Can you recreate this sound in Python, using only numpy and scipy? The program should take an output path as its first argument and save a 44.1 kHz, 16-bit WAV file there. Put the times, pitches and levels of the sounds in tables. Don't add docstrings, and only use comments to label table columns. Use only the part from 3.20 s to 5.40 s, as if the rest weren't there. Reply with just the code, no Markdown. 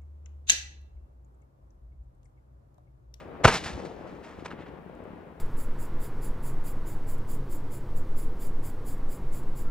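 import sys
import numpy as np
from scipy import signal
from scipy.fft import rfft, irfft, next_fast_len
from scipy.io import wavfile
from scipy.ndimage import uniform_filter1d

SR = 44100
rng = np.random.default_rng(int(sys.argv[2]) if len(sys.argv) > 2 else 0)


def gain_from_db(level_db):
    decades = np.asarray(level_db, float) / 20
    return 10 ** decades


def unload_audio(sound):
    columns = np.transpose(np.atleast_2d(sound))
    steps = np.round(np.clip(columns, -1, 1) * 32767)
    wavfile.write(sys.argv[1], SR, steps.astype(np.int16))


N = 97020
T = np.arange(N) / SR


def level(x, db):
    return x * gain_from_db(db) / np.sqrt(np.mean(x ** 2))


def colour(x, table, lag_s=0.):
    size = next_fast_len(N + 8192)
    f = np.arange(size // 2 + 1) * SR / size
    hz, db = np.array(table, float).T
    log_gain = np.interp(np.log(f + 1), np.log(hz), db) * np.log(10) / 20
    cepstrum = irfft(log_gain, size)
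    cepstrum[1:size // 2] *= 2
    cepstrum[size // 2 + 1:] = 0
    response = np.exp(rfft(cepstrum) - 2j * np.pi * f * lag_s)
    return irfft(rfft(x, size) * response, size)[..., :N]


def dull(x, hz):
    return signal.lfilter(*signal.butter(2, hz, fs=SR), x)


def grains(rate, scatter_db):
    hit = rng.random(N) < rate / SR
    return hit * rng.standard_normal(N) * gain_from_db(scatter_db * rng.random(N))


def fronts(table, smooth, damp):
    out = np.zeros(N)
    for start_s, db, cycle_ms in table:
        u = np.clip((T - start_s) / (cycle_ms / 1000), 0, 20)
        out += gain_from_db(db) * np.tanh(u / smooth) * np.cos(2 * np.pi * u) * np.exp(-damp * u ** 2)
    return out


def walk(rate):
    hold = int(SR / rate)
    steps = np.repeat(rng.standard_normal(200), hold)
    return uniform_filter1d(uniform_filter1d(steps, hold), hold)[:N]


def surge(x):
    band_edges = (113, 211, 302, 382, 550, 774)
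    swells_per_s, swell_db = 8.82, 4
    lows = [0] + [dull(x, hz) for hz in band_edges]
    out = x - lows[-1]
    for below, above in zip(lows, lows[1:]):
        out = out + gain_from_db(swell_db * walk(swells_per_s)) * (above - below)
    return out


def rumble():
    # (t/s, level/dB)
    roll_points = [(0, -47), (.15, -43.5), (.43, -43), (.62, -40.5), (.76, -45), (.87, -42.5), (1.01, -47),
                   (1.23, -47), (1.55, -45), (1.62, -48), (1.901, -46), (2.07, -48), (2.14, -50)]
    # (f/Hz, level/dB)
    rumble_tone = [(15, -49), (28, -17), (80, -3.5), (118, -12.5), (170, -1), (215, -7), (330, -5),
                   (430, -4.5), (620, -7.5), (900, -10), (1500, -16), (2500, -23.5), (4000, -37),
                   (7000, -53.5), (12000, -62)]
    grains_per_s, scatter_db, grains_below_hz = 900, 9, 680
    wash_db, diffuse_db = -4, -7
    s, db = np.array(roll_points).T
    roll = gain_from_db(np.interp(T, s, db))
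    lumps = dull(level(grains(grains_per_s, scatter_db), 0), grains_below_hz)
    smooth_wash = gain_from_db(wash_db) * rng.standard_normal(N)
    left = level(colour(surge(lumps + smooth_wash), rumble_tone), 0)
    diffuse = level(colour(rng.standard_normal((2, N)), rumble_tone), diffuse_db)
    return roll * left, roll * diffuse


def hiss():
    return gain_from_db(-80) * rng.standard_normal((2, N))


def decay(after, db, t60_s):
    return (after > 0) * gain_from_db(db - 60 * np.abs(after) / t60_s)


def bursts():
    # (peak t/s, level/dB, rise/ms, fall time constant/ms, treble/dB)
    swells = [(0.255, -10, 20.7, 6.2, -7.5), (.283, -15.5, 21.6, 16.4, -7), (.325, -28.5, 64, 25, -7),
              (0.355, -28, 59, 17.5, -1), (0.382, -47.5, 56, 7.4, 10.5), (.447, -47.5, 17, 15, 8.5),
              (0.467, -34, 22, 38.6, -4), (.6, -48, 34, 12, -8), (.655, -53.5, 10, 13, 4),
              (.87, -56, 10, 180, -7), (1.049, -47, 29, 31, -7.5), (1.1, -50, 56, 92, -9.5),
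              (1.201, -52, 31, 24, -7.5), (1.263, -36.5, 22.5, 6.3, -7.5), (1.283, -44.5, 11, 13, -12),
              (1.314, -41, 18, 21.4, -13.5), (1.423, -48.5, 75, 18, -14), (1.466, -49.5, 14, 12, -16),
              (1.487, -52.5, 20, 11, -11.5), (.004, -48.5, 11, 32, -8.5)]
    # (f/Hz, level/dB)
    swarm_tone = [(90, -12), (150, -5.5), (300, -8.5), (550, -5.5), (900, -5.5), (1450, -6.5), (2200, -7),
                  (3200, -9), (5000, -11.5), (8000, -19.5), (10500, -28.5), (13000, -39.5), (16000, -48.5)]
    grains_per_s, scatter_db, treble_from_hz = 11000, 4, 2500
    tail_db, tail_t60_s, tail_treble_db = -40, 1.09, 2.5
    boom_db, boom_t60_s, boom_hz = -28, 0.2, 140

    pair = np.array([grains(grains_per_s, scatter_db) for _ in range(2)])
    swarm = level(colour(pair, swarm_tone), 0)
    low = dull(swarm, treble_from_hz)
    after = T - swells[0][0]
    tail = decay(after, tail_db, tail_t60_s)
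    power = tail ** 2
    treble_power = (tail * gain_from_db(tail_treble_db)) ** 2
    for peak_s, db, rise_ms, fall_ms, treble_db in swells:
        d = (T - peak_s) * 1000
        rise = np.cos(np.pi / 2 * np.clip(d / rise_ms, -1, 0)) ** 2
        shape = np.where(d < 0, rise, np.exp(-np.abs(d) / fall_ms))
        power += (gain_from_db(db) * shape) ** 2
        treble_power += (gain_from_db(db + treble_db) * shape) ** 2
    low_noise = dull(dull(rng.standard_normal((2, N)), boom_hz), boom_hz)
    boom = level(low_noise, 0) * decay(after, boom_db, boom_t60_s)
    return np.sqrt(power) * low + np.sqrt(treble_power) * (swarm - low) + boom


def cracks():
    # (peak t/s, level/dB, f/Hz, ring/ms)
    rings = [(.1539, -36, 1000, .7), (.2496, -12, 1450, 1.6), (.2555, -8, 1400, 2.2),
             (1.2558, -39, 900, 1.5), (1.2606, -31, 960, 1.0), (1.3153, -30.5, 1300, .75)]
    out = np.zeros(N)
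    for peak_s, db, hz, ms in rings:
        d = T - peak_s
        out += gain_from_db(db) * np.cos(2 * np.pi * hz * d) * np.exp(-(d * 1000 / ms) ** 2)
    return out


def thuds():
    # (start t/s, level/dB, cycle/ms)
    thud_hits = [(.458, -33.5, 10), (.529, -33.5, 14), (.545, -31.5, 14), (.559, -37, 9.5),
                 (.577, -25.5, 3.3), (1.187, -30.5, 3.6), (1.224, -29.5, 3.4), (1.333, -29.5, 3.6),
                 (1.345, -37.5, 4.4), (1.398, -32, 2.8), (1.405, -32, 2.7), (1.565, -41, 3.1),
                 (1.684, -45, 1.3), (1.697, -33.5, 2), (1.855, -33, 2.66), (1.877, -35.5, 3.9),
                 (1.905, -35.5, 4.9), (1.933, -34.5, 4.1), (1.955, -38.5, 3.5), (2.032, -37.5, 3.3),
                 (.208, -30.5, 2.6)]
    return fronts(thud_hits, smooth=0.15, damp=0.69)


def shocks():
    # (start t/s, level/dB, cycle/ms)
    shock_hits = [(.2354, -24, 1.8), (.2473, -9, .8), (.2586, -11, 1.0), (1.2605, -30, .5),
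                  (.2536, 1.5, 2.1), (.2554, -8, 1.6)]
    return fronts(shock_hits, smooth=.15, damp=1.8)


def thump():
    start_s, start_db, t60_s = .252, -8.5, 0.075
    start_hz, end_hz, glide_s = 205, 50, 0.0073
    u = np.maximum(T - start_s, 0)
    hz = end_hz + (start_hz - end_hz) * np.exp(-u / glide_s)
    phase = 2 * np.pi * np.cumsum(hz * (u > 0)) / SR
    return gain_from_db(start_db - 60 * u / t60_s) * np.sin(phase)


def ticks():
    # (start t/s, level/dB)
    pips = [(1.752, -51), (1.84, -51)]
    tick_hz, fall_s = 8240, 0.00018
    out = np.zeros(N)
    for start_s, db in pips:
        u = np.maximum(T - start_s, 0)
        out += gain_from_db(db) * np.sin(2 * np.pi * tick_hz * u) * np.exp(-u / fall_s)
    return out


def scene():
    # (f/Hz, level/dB)
    unlike = [(100, 0), (500, -23), (2000, -32), (6000, -15), (13000, 1)]
    # (f/Hz, level/dB)
    shadow = [(40, 0), (110, -1), (200, -6), (400, -7), (800, -8.5), (2400, -10), (6000, -8)]
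    right_db, above_lag_s, left_lag_s = -.5, 4e-5, 3e-5
    far_left, diffuse = rumble()
    swarm, other_swarm = bursts()
    above = swarm + cracks() + shocks() + thump() + ticks()
    from_left = far_left + thuds()
    above_right = above + colour(other_swarm, unlike)
    right = colour(above_right, [(20, right_db), (20000, right_db)], above_lag_s)
    right = right + colour(from_left, shadow, left_lag_s)
    return np.array([above + from_left, right]) + diffuse + hiss()


def band_limit(x):
    return signal.sosfilt(signal.butter(12, 16410, fs=SR, output="sos"), x)


def record(dry):
    rounded = np.tanh(0.78 * dry) / np.tanh(.7)
    top_cut = signal.ellip(8, .2, 70, 15800, fs=SR, output="sos")
    return band_limit(signal.sosfilt(top_cut, rounded))


dry = scene()
out = record(dry)
unload_audio(out)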